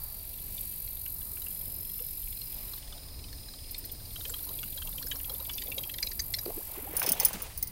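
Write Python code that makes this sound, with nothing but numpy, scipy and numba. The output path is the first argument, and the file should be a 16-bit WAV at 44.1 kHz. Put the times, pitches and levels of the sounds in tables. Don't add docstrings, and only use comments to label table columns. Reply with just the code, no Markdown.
import sys
import numpy as np
from scipy import signal
from scipy.fft import rfft, irfft, next_fast_len
from scipy.io import wavfile
from scipy.ndimage import uniform_filter1d
from numba import njit

SR = 44100
rng = np.random.default_rng(int(sys.argv[2]) if len(sys.argv) > 2 else 0)


def master(y):
    cut = np.clip(np.atleast_2d(y).T, -1, 1)
    pcm = np.round(cut * 32767)
    wavfile.write(sys.argv[1], SR, pcm.astype(np.int16))


N = 339998
T = np.arange(N) / SR


def undb(db):
    return np.exp(np.asarray(db) * (np.log(10) / 20))


def unit(x):
    return x / np.sqrt(np.mean(x ** 2))


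def curves(table):
    times, *columns = np.transpose(table)
    return [np.interp(T, times, column) for column in columns]


@njit
def svf(x, hz, width):
    y, band_state, low_state = np.empty(len(x)), 0., 0.
    for i in range(len(x)):
        g, damping = np.tan(np.pi * hz[i] / SR), width / hz[i]
        v = (band_state + g * (x[i] - low_state)) / (1 + g * (g + damping))
        band_state, low_state, y[i] = 2 * v - band_state, low_state + 2 * g * v, damping * v
    return y


def band(x, hz, width):
    centre = np.full(len(x), float(hz))
    return svf(svf(x, centre, float(width)), centre, float(width))


def walk(rate):
    step = int(SR / rate)
    held = np.repeat(rng.standard_normal(N // step + 1), step)
    return 1.364 * uniform_filter1d(uniform_filter1d(held, step), step)[:N]


def coloured(points, flicker_db):
    size = next_fast_len(N)
    hz = np.maximum(np.arange(size // 2 + 1) * SR / size, 1)
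    point_hz, point_db = np.transpose(points)
    spectrum = rfft(rng.standard_normal(size)) * undb(np.interp(np.log(hz), np.log(point_hz), point_db))
    octave = np.log2(hz / 20)
    bands = (irfft(spectrum * np.maximum(1 - abs(octave - k), 0), size)[:N] for k in range(11))
    return unit(sum(x * undb(flicker_db * walk(6)) for x in bands))


def add(out, s, x):
    i = int(s * SR)
    out[i:i + len(x)] += x[:max(N - i, 0)]


def envelope(t, rise, hold, t60):
    return (1 - np.exp(-t / rise)) * 1000. ** (-np.maximum(t - hold, 0) / t60)


def ring(hz, t60, glide=0., rise=0.0002, order=1, hold=0.):
    t = np.arange(int((t60 + hold) * SR) + 2) / SR
    octaves = np.minimum(glide * (t / (.5 * t60)) ** order, 5)
    pitch = np.minimum(hz * 2 ** octaves, .45 * SR)
    return np.sin(2 * np.pi * np.cumsum(pitch) / SR) * envelope(t, rise, hold, t60)


def puff(t60, hz, width, hold=0.00044, rise=.0001):
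    t = np.arange(int((t60 + hold + 4 / width) * SR)) / SR
    x = band(rng.standard_normal(len(t)) * envelope(t, rise, hold, t60), hz, width)
    return x / abs(x).max()


def air():
    # (frequency [Hz], relative density [dB])
    spectrum = [(9, -46), (15, 3.5), (74, -1.5), (232, -18.5), (994, -28), (1490, -36), (2400, -29.5),
                (3050, -32.5), (4930, -29), (6790, -34), (9630, -24.5), (13700, -31), (15800, -26.5)]
    return undb(-44.5) * coloured(spectrum, flicker_db=2.3)


def hum(hz=278.8, from_s=2.79, to_s=5.8, swell_at_s=5.1):
    fade = np.clip(2 * np.minimum(T - from_s, to_s - T) + 1, 0, 1)
    db = -66.5 + 11 * np.exp(-((T - swell_at_s) / .19) ** 2) + 2 * walk(8)
    return fade * undb(db) * np.sin(2 * np.pi * np.cumsum(hz + 7 * walk(30)) / SR)


def cicada(lag_s=.000304, weak_db=-.4, body_width_hz=420., throb_hz=38):
    # (time [s], click rate of each tymbal [Hz], timing scatter [periods], body resonance [Hz])
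    tymbals = [(0, 159.4, .002, 4620), (1.0, 159.8, .003, 4630), (1.4, 164, .01, 4950),
               (2.0, 166.5, .006, 5170), (2.15, 164.3, .001, 4985), (3.9, 164.2, .001, 4960),
               (4.6, 164.1, .003, 4780), (7.71, 164.3, .006, 4770)]
    # (time [s], level [dB], side resonances against the body [dB])
    levels = [(0, -62, 3), (1.0, -65, 6.5), (1.45, -62, 2.5), (2.3, -56.5, -1.5), (3.5, -56, -3.5),
              (4.3, -60.5, 4.5), (6.6, -64.5, 1), (6.8, -73.5, -6), (7.71, -65.5, 5)]
    # (frequency [Hz], width [Hz], level [dB])
    side_modes = [(4180, 650, -3), (9520, 900, 2), (13660, 2700, 5)]
    hz, scatter, body_hz = curves(tymbals)
    level_db, sides_db = curves(levels)
    cycles = np.cumsum(hz * (1 + 0.001097 * walk(70))) / SR
    count = np.arange(1, int(2 * cycles[-1]))
    second_tymbal = count % 2
    times = np.interp(count / 2, cycles, T)
    jitter, loud = rng.standard_normal((len(count), 2)).T
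    times = times + lag_s * second_tymbal + jitter * np.interp(times, T, scatter / hz)
    place = np.clip(times * SR, 8, N - 9)
    taps = place.astype(int) + np.arange(-7, 9)[:, None]
    pulses = np.sinc(taps - place) * np.cos(np.pi * (taps - place) / 16)
    clicks = np.zeros(N)
    np.add.at(clicks, taps, pulses * undb(.5 * loud + weak_db * second_tymbal))
    body = unit(svf(svf(clicks, body_hz, body_width_hz), body_hz, body_width_hz))
    sides = sum(undb(db) * unit(band(clicks + 0.14 * rng.standard_normal(N), centre, width))
                for centre, width, db in side_modes)
    throb = 1 + .38 * np.cos(2 * np.pi * np.cumsum(throb_hz + 4 * walk(4.4)) / SR)
    return undb(level_db) * (throb * undb(2 * walk(6)) * body + undb(sides_db) * sides)


def wing_strokes(slowing_hz_per_s=.56, sag_db=3, sag_s=0.72):
    # (start [s], fade begins [s], opening stroke rate [Hz])
    phrases = [(0, 2.79, 47.47), (3.9888, 7.15, 47.677)]
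    # (full level [dB], starts softer by [dB], swell [s], fade at the microphone [dB/s])
    dynamics = [(-39.5, 4.5, 0.57, 1500), (-40, 15, 0.19, 54.5)]
    stroke, gain = np.zeros(N), np.zeros(N)
    for (start, end, hz), (db, soft_db, swell, fade) in zip(phrases, dynamics):
        t = T - start
        stroke = np.where(t >= 0, hz * t - slowing_hz_per_s * t ** 2 / 2, stroke)
        drop_db = sag_db * np.clip(1 - (end - T) / sag_s, 0, 1) + fade * np.maximum(T - end, 0)
        gain += (t >= 0) * undb(db - soft_db * np.exp(-(t / swell) ** 2) - drop_db)
    return stroke, gain


def katydid(alike=0.44, scatter_db=-11):
    # (frequency [Hz], width [Hz], level [dB], loudest moment [strokes])
    wing_modes = [(8320, 1400, -10, -0.16), (9600, 490, -8.5, -0.081), (11435, 680, -1.5, -0.098),
                  (12270, 350, -1.5, -0.083), (12870, 1420, -6, 0.052), (13000, 320, -4, -0.035),
                  (13940, 1800, -1, 0.14), (15560, 780, -0.5, 0.25)]
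    # (time [s], peak [dB])
    lone_strokes = [(0.035, -26), (3.71, -28), (3.7811, -25.5), (3.8504, -27.5), (3.917, -26)]
    stroke, gain = wing_strokes()
    file = rng.standard_normal(940)
    teeth = alike * file[(stroke % 1 * len(file)).astype(int)] + (1 - alike) * rng.standard_normal(N)
    teeth = unit(teeth) * undb(0.74 * walk(47) + 1.5 * walk(900))
    wing = np.zeros(N)
    for hz, width, db, late in wing_modes:
        push = np.exp(np.cos(2 * np.pi * (stroke - late)) - 1)
        scattered = undb(scatter_db) * rng.standard_normal(N)
        mode = svf(teeth * push + scattered, hz * (1 + 0.0021 * walk(22)), float(width))
        wing += undb(db + 0.6 * walk(3)) * unit(mode)
    song = unit(band(wing, 12650, 13230)) * gain
    for s, db in lone_strokes:
        add(song, s, undb(db) * puff(0.061, 13600, 10000, hold=0.0064))
    return song


def bank_echo(splashes, t60=0.16):
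    t = np.arange(SR // 5) / SR
    response = undb(-42) * rng.standard_normal(len(t)) * 1000. ** (-t / t60)
    return signal.fftconvolve(splashes, response)[:N]


def slap(db, low_hz, high_hz):
    out = np.zeros(SR // 10)
    under_s = 0.005 * 2 ** (1.4 * rng.random() - .5)
    add(out, 0, undb(-9.5) * puff(0.011, 5500, 9000, hold=0.003, rise=0.0002))
    add(out, 0, undb(-14.5) * puff(0.023, low_hz, 560, hold=0.0052))
    add(out, 0, undb(-12) * ring(high_hz, 0.012, rise=0.0005, hold=under_s))
    add(out, 0, undb(-9.5) * puff(0.016, high_hz, 450, hold=under_s))
    for ratio, (late, pitch, loud) in zip((0.824, 1.241), rng.random((2, 3))):
        hz = high_hz * ratio * 2 ** (.2 * pitch - .1)
        add(out, 0.003 * late, undb(-11 - 14.7 * loud) * ring(hz, 0.014, rise=0.001, hold=under_s))
    for late, pitch, loud in rng.random((9, 3)):
        hz = high_hz * 2 ** (1.7 * pitch - .2)
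        add(out, .03 * late ** 2, undb(-11 - 8 * loud - 9 * late) * ring(hz, 0.01))
    return undb(db) * out


def spinning_blade(turn_s=.049, spins_until_s=6.15, nearing_db_per_s=2.1):
    # (time [s], level [dB], lower ring [Hz], upper ring [Hz])
    slaps = [(0.5775, -33.5, 2420, 3570), (0.874, -34.5, 2320, 4146), (1.0599, -34, 1590, 2810),
             (1.3685, -36, 1580, 2740), (1.417, -35.5, 1240, 3900), (1.464, -36, 1530, 2760),
             (1.99, -36, 1274, 2750), (2.2723, -38.5, 2246, 2574), (2.324, -39, 2200, 3440),
             (2.371, -37, 2680, 4120), (2.414, -32, 2660, 4240), (2.525, -36, 2420, 3950),
             (2.734, -31, 1160, 4120), (2.775, -34.5, 1970, 3630), (2.9246, -34.5, 1220, 3510),
             (3.03, -40, 2300, 3900), (3.14, -42.5, 2330, 3880), (3.2397, -33.5, 2550, 3956),
             (3.328, -31.5, 1750, 4314), (3.5352, -35.5, 1060, 4000), (3.7446, -25.5, 2420, 4350),
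             (3.8404, -34, 1800, 4280), (4.1584, -30.5, 1460, 3110), (4.2053, -32, 1460, 3616),
             (4.251, -27.5, 1795, 3130), (4.294, -28.5, 1530, 7600), (4.338, -27, 1480, 3230),
             (4.4887, -30.5, 1030, 3930), (4.5874, -31, 2460, 3380), (4.63, -26.5, 1492, 2810),
             (4.774, -30, 1740, 3930), (4.819, -28.5, 1502, 3150), (4.8711, -31, 2570, 3230),
             (4.981, -30, 2580, 3110), (5.025, -26.5, 1600, 4270), (5.068, -28.5, 1640, 5240),
             (5.113, -21.5, 1720, 3097), (5.156, -32, 1134, 5450), (5.199, -33, 1844, 2900),
             (5.243, -32, 2506, 3320), (5.295, -29, 1050, 4051), (5.451, -32, 2410, 3520),
             (5.4943, -24, 1120, 2950), (5.535, -31, 2900, 5610), (5.5799, -21, 2520, 3510),
             (5.619, -24.5, 1990, 3510), (5.67, -30.5, 2400, 3520), (5.717, -27.5, 2480, 2687),
             (5.78, -22, 2530, 3840), (5.835, -27, 2560, 3180), (5.8934, -28.5, 1910, 3220),
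             (5.939, -28, 1930, 4040), (5.9835, -24, 1910, 3570), (6.027, -17, 2120, 4870),
             (6.0702, -23.5, 2500, 3970), (6.114, -25, 1870, 4620), (6.193, -18, 1910, 4800),
             (6.338, -16.5, 2060, 4210), (6.385, -23.5, 1960, 4930), (6.4558, -30.5, 2420, 4690)]
    out = np.zeros(N)
    for s, db, low_hz, high_hz in slaps:
        add(out, s, slap(db, low_hz, high_hz))
    edges = [0] + [s for s, *_ in slaps if s < spins_until_s]
    for start, end in zip(edges, edges[1:]):
        turns = max(round((end - start) / turn_s), 1)
        for s in np.linspace(start, end, turns + 1)[1:-1]:
            loud, low, high = rng.standard_normal(3)
            db = -47 + nearing_db_per_s * s + 2 * loud
            add(out, s, slap(db, 2200 * 2 ** (0.39 * low), 3800 * 2 ** (0.166 * high)))
    return out


def gulps(wake_span_s=(4.1, 7.45)):
    # (time [s], level [dB], starting pitch [Hz], glide [octaves])
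    pockets = [(1.999, -48.5, 462, 0.32), (4.75, -51, 493, 0.74), (5.296, -46, 481, .7),
               (5.4, -47.5, 491.3, 0.75), (5.675, -48.5, 483, 0.59), (5.774, -45, 511, 0.44),
               (6.468, -36.5, 345, 1.02), (6.495, -41, 623, 0.57), (6.558, -44.5, 253.4, 3.4),
               (6.765, -44, 320, 1.45), (6.812, -50, 233, 1.5), (6.868, -38.5, 765, 0.2),
               (6.883, -45.5, 297, 0.37), (6.93, -41.5, 435, 0.7), (7.204, -36, 816, 0.53)]
    out = np.zeros(N)
    for s, db, hz, glide in pockets:
        pocket = ring(hz, 40 / hz, glide, rise=0.005, order=1.5, hold=6 / hz)
        shiver_db = 60 * uniform_filter1d(rng.standard_normal(len(pocket)), size=150)
        add(out, s, undb(db + shiver_db) * pocket)
    for when, pitch, loud in rng.random((110, 3)):
        hz = 380 * 2 ** (1.2 * pitch)
        gurgle = ring(hz, 36 / hz, glide=1.3, rise=0.0098, order=1.5, hold=0.0077)
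        add(out, np.interp(when, [0, 1], wake_span_s), undb(-50 + 7.8 * loud ** 2) * gurgle)
    return out


def rush(rise_db_per_s=400, fall_db_per_s=75):
    # (frequency [Hz], relative density [dB])
    spectrum = [(100, -6), (250, -5), (800, 2), (1400, -7.5), (2500, -1.5), (5000, -6.5), (15800, -9.5)]
    # (time [s], level [dB], hold [s])
    surges = [(6.68, -55, 0.03), (6.74, -55, .02), (6.93, -49, 0.04), (7.03, -42.5, 0.1), (7.21, -46, 0.16)]
    noise = coloured(spectrum, flicker_db=3) * undb(5 * np.tanh(walk(90)))
    for when, pitch, loud in rng.random((250, 3)):
        crackle = ring(450 * 2 ** (3.6 * pitch ** 1.3), 0.0119, glide=0.148)
        add(noise, T[-1] - 1.16 * when, undb(1 + 10.7 * loud ** 2) * crackle)
    gain = np.zeros(N)
    for s, db, hold in surges:
        before, after = np.maximum(s - T, 0), np.maximum(T - s - hold, 0)
        gain += undb(db - rise_db_per_s * before - fall_db_per_s * after)
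    return noise * gain


def bumps():
    # (time [s], peak [dB], pitch [Hz])
    knocks = [(6.458, -28, 416), (7.017, -23.5, 1080), (7.017, -24, 1800), (7.047, -27.5, 555),
              (7.076, -29.5, 352), (7.1, -32, 242), (7.108, -33, 700), (7.162, -36, 800), (7.307, -37, 810),
              (7.34, -36, 200), (7.363, -39, 220)]
    out = np.zeros(N)
    for s, db, hz in knocks:
        add(out, s, undb(db) * puff(22 / hz, hz, 0.73 * hz, hold=0.0026))
    return out


def clinks():
    # (time [s], level [dB], share of the low modes [dB], share of the deepest mode [dB])
    strikes = [(6.967, -13, -24, -44.5), (6.996, -14.5, -24, -45.5), (7.0277, -17, -17.5, -40),
               (7.063, -14, -16.5, -38), (7.09, -12, -15, -35), (7.119, -9.5, -17.5, -36.5),
               (7.1992, -12.5, -14, -10.5), (7.232, -21, -30, -29.5), (7.249, -4.5, -19, -45),
               (7.2841, -18.5, -28, -40), (7.331, -23, -14, -30), (7.42, -21, -26.5, -39),
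               (7.5757, -24, -22, -40), (7.6264, -14, -20.5, -20.5), (7.6722, -26, -16, -45.5)]
    # (frequency [Hz], relative level [dB], ring time [relative])
    blade_modes = [(2030, -14, 0.39), (4770, -3.5, 0.037), (5300, -2, 0.078), (6190, -2, 0.11),
                   (9455, 1, 0.015), (9760, -1.5, 0.1), (11900, -5, 0.072), (13970, 3, 0.042),
                   (14540, -7, 0.108), (15120, 5, 0.063)]
    out = np.zeros(N)
    for s, db, low_db, deep_db in strikes:
        add(out, s, undb(db - 10) * puff(0.02, 10900, 14000))
        for hz, mode_db, ring_time in blade_modes:
            detune, hit, wet = rng.standard_normal(3)
            share_db = deep_db if hz < 3000 else low_db if hz < 7000 else -12
            gain = undb(db + share_db + mode_db + 2 * hit)
            hz = hz * (1 + 0.0066 * detune)
            t60 = 0.429 * ring_time * 2 ** (0.39 * wet)
            add(out, s, gain * ring(hz, t60))
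            width = min(0.1 * hz, 0.00002 * hz ** 2)
            add(out, s, gain * undb(-4.5) * puff(2 * t60, hz, width, hold=0.0056))
    return out


def scene():
    splashes = spinning_blade() + gulps()
    surroundings = bank_echo(splashes) + air() + katydid() + cicada()
    lift_out = clinks() + bumps() + rush()
    return (surroundings + hum() + splashes + lift_out)[None]


def record(dry, top_hz=15800):
    return signal.sosfilt(signal.ellip(12, .2, 60, top_hz, fs=SR, output="sos"), dry)


dry = scene()
out = record(dry)
master(out)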